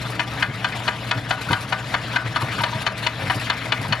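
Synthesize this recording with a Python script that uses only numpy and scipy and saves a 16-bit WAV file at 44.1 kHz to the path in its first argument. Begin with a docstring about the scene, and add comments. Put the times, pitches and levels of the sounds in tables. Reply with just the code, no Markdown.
"""Small generator on a wooden board, indoors, close up.

A loose part clacks on the housing four or five times a second and rings its modes.
Lighter rattles, treble scratches, brief low tones and dull bumps of the board fall between.
Under them run a low hum, a rumble and a fine watery hiss. A limiter dips the gain after each clack."""
import sys
import numpy as np
from scipy import signal
from scipy.fft import rfft, irfft
from scipy.io import wavfile
from scipy.ndimage import uniform_filter1d, minimum_filter1d

SR = 44100
rng = np.random.default_rng(int(sys.argv[2]) if len(sys.argv) > 2 else 0)


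def put_to_file(sound):
    """Save the sound as 16-bit audio at rate SR, in the file named by the first command-line argument."""
    columns = np.atleast_2d(sound).T  # one column per channel
    safe = np.clip(columns, -1, 1)
    whole_steps = np.round(safe * 32767)
    wavfile.write(sys.argv[1], SR, whole_steps.astype(np.int16))


N = 176400

# Generator tones. Each row: frequency in Hz, level in dB, rms waver in Hz.
HUM_TONES = [(118.05, -32.5, 0.99), (59.9, -48, 5.1), (72.2, -50.5, 2.3), (185.7, -46, 5.4),
             (440.4, -49.5, 4.88), (545, -54.5, 5.24), (640.7, -46.5, 4.44)]
# Rumble spectrum. Each row: frequency in Hz, gain in dB.
RUMBLE_EQ = [(20, -52), (35, -30), (55, -31), (80, -19), (108, -12.5), (140, -10.5), (180, -16.5),
             (250, -17), (320, -18), (385, -33.5), (600, -26.5), (2000, -88)]
# Hiss spectrum. Each row: frequency in Hz, gain in dB.
HISS_EQ = [(100, -79), (380, -30.5), (480, -26), (700, -23), (1000, -22.5), (2000, -22), (2800, -25),
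           (4000, -28), (5000, -34.5), (6300, -40.5), (8000, -42), (10000, -38), (12500, -46.5),
           (14500, -58)]
# Hiss envelope. Each row: time in seconds, gain in dB.
HISS_ENVELOPE = [(0, -1.5), (.5, 2.5), (1, -0.5), (1.5, 2.5), (1.8, 1), (2.2, 1.5), (2.6, 3), (2.95, 1),
                 (3.3, 3.5), (3.65, 2), (3.85, 2), (4, 1)]
# Housing modes. Each row: frequency in Hz, level in dB, T60 in seconds.
HOUSING_MODES = [(640, -11, 0.12), (755, -0.5, 0.066), (960.3, 1.5, 0.1), (1190, -7.5, 0.22),
                 (1300, -6, 0.047), (1476.1, 3, 0.16), (1590, -2.5, 0.11), (1769, -12, 0.21),
                 (2080, -4, 0.06), (2485, -35, 0.064), (2526, -35, 0.079), (2990, 5, 0.052),
                 (3460, -12, 0.031), (4360, -16, 0.023)]
# Contact rasp spectrum. Each row: frequency in Hz, gain in dB.
RASP_EQ = [(100, -7), (380, -8), (650, -7), (1000, -2), (2000, -1.5), (3000, -3), (4300, -2.5),
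           (5200, -13.5), (6300, -16), (8000, -23), (10000, -23), (14500, -40)]
# Contact rasp decay. Each row: frequency in Hz, T60 in seconds.
RASP_T60 = [(400, 0.094), (1500, 0.14), (3000, 0.043), (6000, 0.047), (14000, 0.013)]
# Light blows. Each row: start in seconds, level in dB, boosted frequency in Hz.
RATTLE_HITS = [(.044, -22.5, 3560), (.369, -18.5, 1740), (0.718, -14, 2140), (.798, -21, 790),
               (1.17, -15, 740), (1.255, -21, 1890), (1.484, -12, 1470), (1.505, -4.5, 930),
               (1.595, -39, 2900), (2.125, -30, 1390), (2.411, -10, 990), (2.48, -15.5, 2000),
               (2.578, -12, 1390), (2.6, -11, 880), (2.656, -13, 1010), (2.722, -11.5, 960),
               (2.755, -21, 650), (3.029, -27, 1900), (3.206, -17, 760), (3.262, -18, 1980),
               (3.459, -17, 2020), (3.792, -18, 2200), (3.842, -17, 1010)]
# Treble bursts. Each row: start in seconds, level in dB.
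SCRATCH_BURSTS = [(.1, 3.5), (.335, -1.5), (.555, -4), (.68, 0.5), (.775, -18), (1.485, 3), (1.516, 11.5),
                  (1.608, 7), (2.411, 7), (2.515, -22), (2.58, -7), (2.612, 7), (2.77, -9), (2.979, 3),
                  (3.303, 9), (3.346, 9.5), (3.396, 5), (3.445, 0), (3.814, 5), (3.845, -5), (3.88, -1)]
# Scratch spectrum. Each row: frequency in Hz, gain in dB.
SCRATCH_EQ = [(1000, -60), (3000, -42), (5000, -30), (6300, -41), (8000, -37), (10000, -29.5),
              (12500, -39.5), (14500, -52)]
# Main blows. Each row: start in seconds, level in dB, then knock, ring, clang and treble gains in dB.
CLACK_HITS = [(0.1932, -2.4, -1.2, -1, 5, 2), (0.4236, 1.8, 4.8, 7, 13, 4.5), (0.6435, -2, -1, 2.7, -1, 3),
              (0.877, -1.1, 2.1, -1, 5, 2.5), (1.11, -1.4, -8.3, -10, -5.5, -8),
              (1.307, -0.5, 4.7, 4, 4, 3.7), (1.528, -0.6, -4, 4.5, 2, -0.5), (1.7226, -2, 2.5, 4, 6, 1),
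              (1.939, -1, 0.8, -0.5, 2, 0), (2.1585, 1.0, -4, 1.5, 0.5, -1),
              (2.3584, -2.1, 4.5, 2.32, 0, 2.5), (2.6348, -1.9, 3.5, 2.5, 5, 6.5),
              (2.8635, -2, 1.5, 1.5, 5, 5.5), (3.064, -1.2, 0.2, -6.72, 5, 7),
              (3.297, -1.3, -4.5, -8.5, 1.5, -8.5), (3.498, -1.2, -0.5, 1, 2, 3),
              (3.7203, -0.5, -3.5, -8.5, -2.5, -1.5), (3.923, -1, 0.5, -5, 7, 4.5)]
# Knock, ring, clang and treble frequencies in Hz.
CLACK_BANDS_HZ = [1080, 1600, 1670, 3400]
# Brief tones. Each row: start in seconds, length in seconds, frequency in Hz, level in dB.
SWELL_TONES = [(.36, .42, 188, -36), (2.745, .05, 645, -29), (3.19, .11, 540, -35), (3.385, .09, 635, -36)]
# Shoves on the board. Each row: start in seconds, level in dB, hold in seconds.
BUMP_HITS = [(.478, -21, 0.034), (1.149, -22.5, 0.036), (1.502, -14.5, 0.025), (2.24, -21, 0.027),
             (2.425, -20, 0.015), (2.566, -27, .025), (2.75, -22, 0.014), (3.215, -25, 0.06),
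             (3.353, -18.5, 0.018), (3.788, -25.5, 0.061), (3.885, -21.5, 0.036)]
# Board modes. Each row: frequency in Hz, level in dB, T60 in seconds.
BOARD_MODES = [(107.7, -3.5, 0.22), (136, -3.5, 0.073), (198.5, -11, 0.065), (281.5, -11, 0.053)]
# Thud spectrum. Each row: frequency in Hz, gain in dB.
THUD_EQ = [(60, -15), (150, 1), (300, 7.5), (400, 2), (600, 2.5), (1200, -13), (4000, -33)]
# Room decay. Each row: frequency in Hz, T60 in seconds.
ROOM_T60 = [(200, 0.53), (1500, 0.18), (5000, 0.12), (12000, 0.071)]
# Likeness of the two mic ports. Each row: frequency in Hz, coherence from 0 to 1.
PORT_COHERENCE = [(100, 1), (250, 1), (500, .95), (1500, 0.96), (4000, 0.75), (6300, 1), (9000, 1),
                  (14000, 0.72)]
# Port balance. Each row: frequency in Hz, left minus right in dB.
PORT_BALANCE = [(60, 3), (140, 2), (260, 0), (490, 3.5), (800, 3.5), (1500, 4.5), (2100, 5.5), (2900, 8),
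                (4100, 3.5), (6200, -2.5), (9500, 0.5), (14500, 10.5)]
# Port phase. Each row: frequency in Hz, left lead in radians.
PORT_LEAD = [(100, 0), (700, 0.49), (2300, 0.56), (4300, -0.44), (6200, 1.12), (8000, 1.5), (9200, 4),
             (12000, 3.5), (14000, 5)]


def amp(db):
    """Decibels to gain."""
    return 10 ** (np.asarray(db) / 20)


def unit_rms(x):
    """Scale to rms 1."""
    return x / np.sqrt(np.mean(x ** 2) + 1e-20)


def lookup(table, hz):
    """Interpolate on a log-frequency axis."""
    table_hz, value = np.transpose(table)
    return np.interp(np.log(hz + 1), np.log(table_hz + 1), value)


def add(mix, start_s, sound):
    """Mix a sound in at start_s."""
    part = mix[..., max(round(start_s * SR), 0):][..., :sound.shape[-1]]
    part += sound[..., :part.shape[-1]]


def equalize(x, eq):
    """Filter by rows of Hz and dB."""
    size = x.shape[-1]
    gain = amp(lookup(eq, np.fft.rfftfreq(2 * size, 1 / SR)))
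    return irfft(rfft(x, 2 * size) * gain)[..., :size]


def band_decay(x, t60_table, hold_s=0):
    """Hold, then fade each band at its own rate."""
    hz, t, bands = signal.stft(x, SR, nperseg=128)
    fade = amp(-60 * np.maximum(t - hold_s, 0) / lookup(t60_table, hz)[:, None])
    return signal.istft(bands * fade, SR)[1][..., :x.shape[-1]]


def drift(shape, size):
    """Smooth noise of rms 1 along the last axis."""
    smooth = uniform_filter1d(rng.standard_normal(shape), size, mode="wrap")
    return unit_rms(uniform_filter1d(smooth, size, mode="wrap"))


def hum():
    """The generator's wavering tones over a low rumble."""
    tones = np.zeros(N)
    for hz, db, waver_hz in HUM_TONES:
        cycles = np.cumsum(hz + waver_hz * drift(N, size=3000)) / SR
        tones += amp(db) * np.sqrt(2) * np.sin(2 * np.pi * cycles)
    return tones + equalize(rng.standard_normal((2, N)), RUMBLE_EQ)


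def housing(x, resonance_db, width_hz):
    """The housing lifts whatever rubs or runs in it at each mode."""
    size = x.shape[-1]
    hz = np.fft.rfftfreq(size, 1 / SR)
    peaks = sum(1 / (1 + ((hz - mode_hz) / (width_hz / 2)) ** 2) for mode_hz, _, _ in HOUSING_MODES)
    return irfft(rfft(x) * np.sqrt(1 + amp(resonance_db) ** 2 * peaks), size)


def wash(patch_db=2.85, flicker_db=0.96, fizz_db=3):
    """Watery noise that flickers in patches, as a whole and in the treble."""
    hz, t, bands = signal.stft(rng.standard_normal((2, N)), SR, nperseg=512)
    patches = unit_rms(uniform_filter1d(drift(bands.shape[1:], size=3), size=6, axis=0))
    fizz = np.clip(hz / 8000, 0, 1)[:, None] * drift(len(t), size=3)
    gain = amp(patch_db * patches + flicker_db * drift(len(t), size=2) + fizz_db * fizz)
    return unit_rms(signal.istft(bands * gain, SR)[1][:, :N])


def spatter(drops_per_s=440, spread_db=10, power_fade_s=0.0017):
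    """Tiny noise bursts of random time and strength."""
    onsets = rng.random(N) < drops_per_s / SR
    drops = onsets * amp(spread_db * np.minimum(rng.exponential(1, N), 3))
    power = signal.lfilter([1], [1, -np.exp(-1 / (power_fade_s * SR))], drops ** 2)
    return unit_rms(np.sqrt(power) * rng.standard_normal((2, N)))


def hiss():
    """Wash and spatter, faintly coloured by the housing."""
    noise = housing(wash() + amp(-15.5) * spatter(), resonance_db=-1, width_hz=25)
    envelope_db = np.interp(np.arange(N) / SR, *np.transpose(HISS_ENVELOPE))
    return equalize(noise, HISS_EQ) * amp(envelope_db)


def blow(eq, rise_s, hold_s, ring_rise_s=0.005, grain_db=2.5, bounce_width_s=0.0025):
    """A loose part chatters on the housing, bounces once and leaves its modes ringing."""
    t = np.arange(SR // 4) / SR
    hz, db, t60_s = np.transpose(HOUSING_MODES)[:, :, None]
    detune, *phases = rng.standard_normal((3, len(HOUSING_MODES), 1))
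    cycles = hz * (1 + 0.009 * detune) * t
    envelopes = amp(db - 60 * t / t60_s) * np.minimum(t / ring_rise_s, 1)
    ring = np.array([(envelopes * np.sin(2 * np.pi * (cycles + phase))).sum(0) for phase in phases])
    chatter = unit_rms(rng.standard_normal((2, len(t))) * amp(grain_db * drift(len(t), size=20)))
    bounce_s = 0.0094 * (0.5 + rng.random())
    chatter *= 1 + amp(0.5) * np.exp(-((t - bounce_s) / bounce_width_s) ** 2)
    chatter = housing(chatter, resonance_db=10.5, width_hz=49.4)
    rasp = equalize(band_decay(chatter, RASP_T60, hold_s), RASP_EQ)
    sound = equalize(amp(-6) * ring + rasp, eq) * np.minimum(t / rise_s, 1)
    return amp(-23) * np.array([unit_rms(side) for side in sound])


def rattles(boost_db=16.5, span_ratio=1.5):
    """Light, hollow blows on the housing, each boosted in one band."""
    out = np.zeros((2, N))
    for start_s, db, hz in RATTLE_HITS:
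        eq = [(hz / span_ratio, 0), (hz, boost_db), (hz * span_ratio, 0)]
        add(out, start_s, amp(db) * blow(eq, rise_s=0.0071, hold_s=0.017))
    return out


def scratches(rise_s=0.0013, fade_s=0.021, grain_db=4.5):
    """Short grainy puffs of treble."""
    envelope, t = np.zeros(N), np.arange(SR // 8) / SR
    for start_s, db in SCRATCH_BURSTS:
        add(envelope, start_s, amp(db) * np.minimum(t / rise_s, 1) * np.exp(-t / fade_s))
    grains = unit_rms(rng.standard_normal((2, N)) * amp(grain_db * drift(N, size=40)))
    return equalize(envelope * grains, SCRATCH_EQ)


def clacks():
    """Hard blows of the loose part, each with its own colour."""
    out = np.zeros((2, N))
    for start_s, db, *bands_db in CLACK_HITS:
        eq = list(zip(CLACK_BANDS_HZ, bands_db))
        add(out, start_s, amp(db) * blow(eq, rise_s=0.0026, hold_s=0.0056))
    return out


def swells():
    """Brief low tones that rise and fade."""
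    out = np.zeros(N)
    for start_s, length_s, hz, db in SWELL_TONES:
        t = np.arange(0, length_s, 1 / SR)
        add(out, start_s, amp(db) * np.sin(np.pi * t / length_s) * np.sin(2 * np.pi * hz * t))
    return out


def bumps(rise_s=0.0035, thud_fade_s=0.014):
    """Soft shoves thud on the board and swing its low modes."""
    out, t = np.zeros((2, N)), np.arange(SR // 3) / SR
    hz, mode_db, t60_s = np.transpose(BOARD_MODES)[:, :, None]
    for start_s, db, hold_s in BUMP_HITS:
        phase, detune = rng.standard_normal((2, len(BOARD_MODES), 1))
        released_s = np.maximum(t - hold_s, 0)
        envelopes = amp(mode_db - 60 * released_s / t60_s)
        swing = (envelopes * np.sin(2 * np.pi * (hz * (1 + 0.049 * detune) * t + phase))).sum(0)
        thud = equalize(rng.standard_normal((2, len(t))), THUD_EQ) * np.exp(-released_s / thud_fade_s)
        add(out, start_s, amp(db) * (swing + thud) * np.minimum(t / rise_s, 1))
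    return out


def room(x, rise_s=0.0083):
    """Short diffuse reverb tail."""
    t = np.arange(SR // 2) / SR
    tail = band_decay(rng.standard_normal((2, len(t))), ROOM_T60) * np.minimum(t / rise_s, 1)
    return signal.fftconvolve(x, tail / np.linalg.norm(tail[0]), axes=1)[:, :N]


def mic_ports(x):
    """Two ports hear partly the same sound, apart in level and phase."""
    hz = np.fft.rfftfreq(N, 1 / SR)
    common, apart = rfft(x)
    coherence = np.clip(lookup(PORT_COHERENCE, hz), 0, 1)
    balance = amp(lookup(PORT_BALANCE, hz))
    right = coherence * common + np.sqrt(1 - coherence ** 2) * apart
    right *= np.exp(-1j * lookup(PORT_LEAD, hz))
    return irfft(np.array([common * balance, right]) * np.sqrt(2 / (1 + balance ** 2)), N)


def scene():
    """Blows with room reverb over the other, dry layers."""
    blows = clacks() + rattles()
    return mic_ports(blows + amp(-14.5) * room(blows) + bumps() + hum() + swells() + hiss() + scratches())


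def record(dry, threshold_db=-18, slope=0.4, recover_db_per_s=37, ceiling=0.72):
    """Fast limiter with steady recovery, then low cut, peak ceiling and band limit."""
    power_db = 10 * np.log10(abs(uniform_filter1d((dry ** 2).mean(0), size=100)) + 1e-12)
    recovery_db = np.arange(N) * recover_db_per_s / SR
    peak_db = np.maximum.accumulate(power_db + recovery_db) - recovery_db
    over_db = np.maximum(peak_db - threshold_db, 0)
    limited = dry * amp(-0.5 - slope * uniform_filter1d(over_db, size=60))
    low_cut_hz, high_cut_hz = 39, 14700
    limited = signal.sosfilt(signal.butter(4, low_cut_hz, "high", fs=SR, output="sos"), limited)
    ceiling_gain = np.minimum(ceiling / (abs(limited).max(0) + 1e-9), 1)
    limited *= uniform_filter1d(minimum_filter1d(ceiling_gain, size=60), size=60)
    lowpass = signal.firwin(511, high_cut_hz, window=("kaiser", 9), fs=SR)
    return signal.oaconvolve(limited, lowpass[None], "same")


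dry = scene()
out = record(dry)
put_to_file(out)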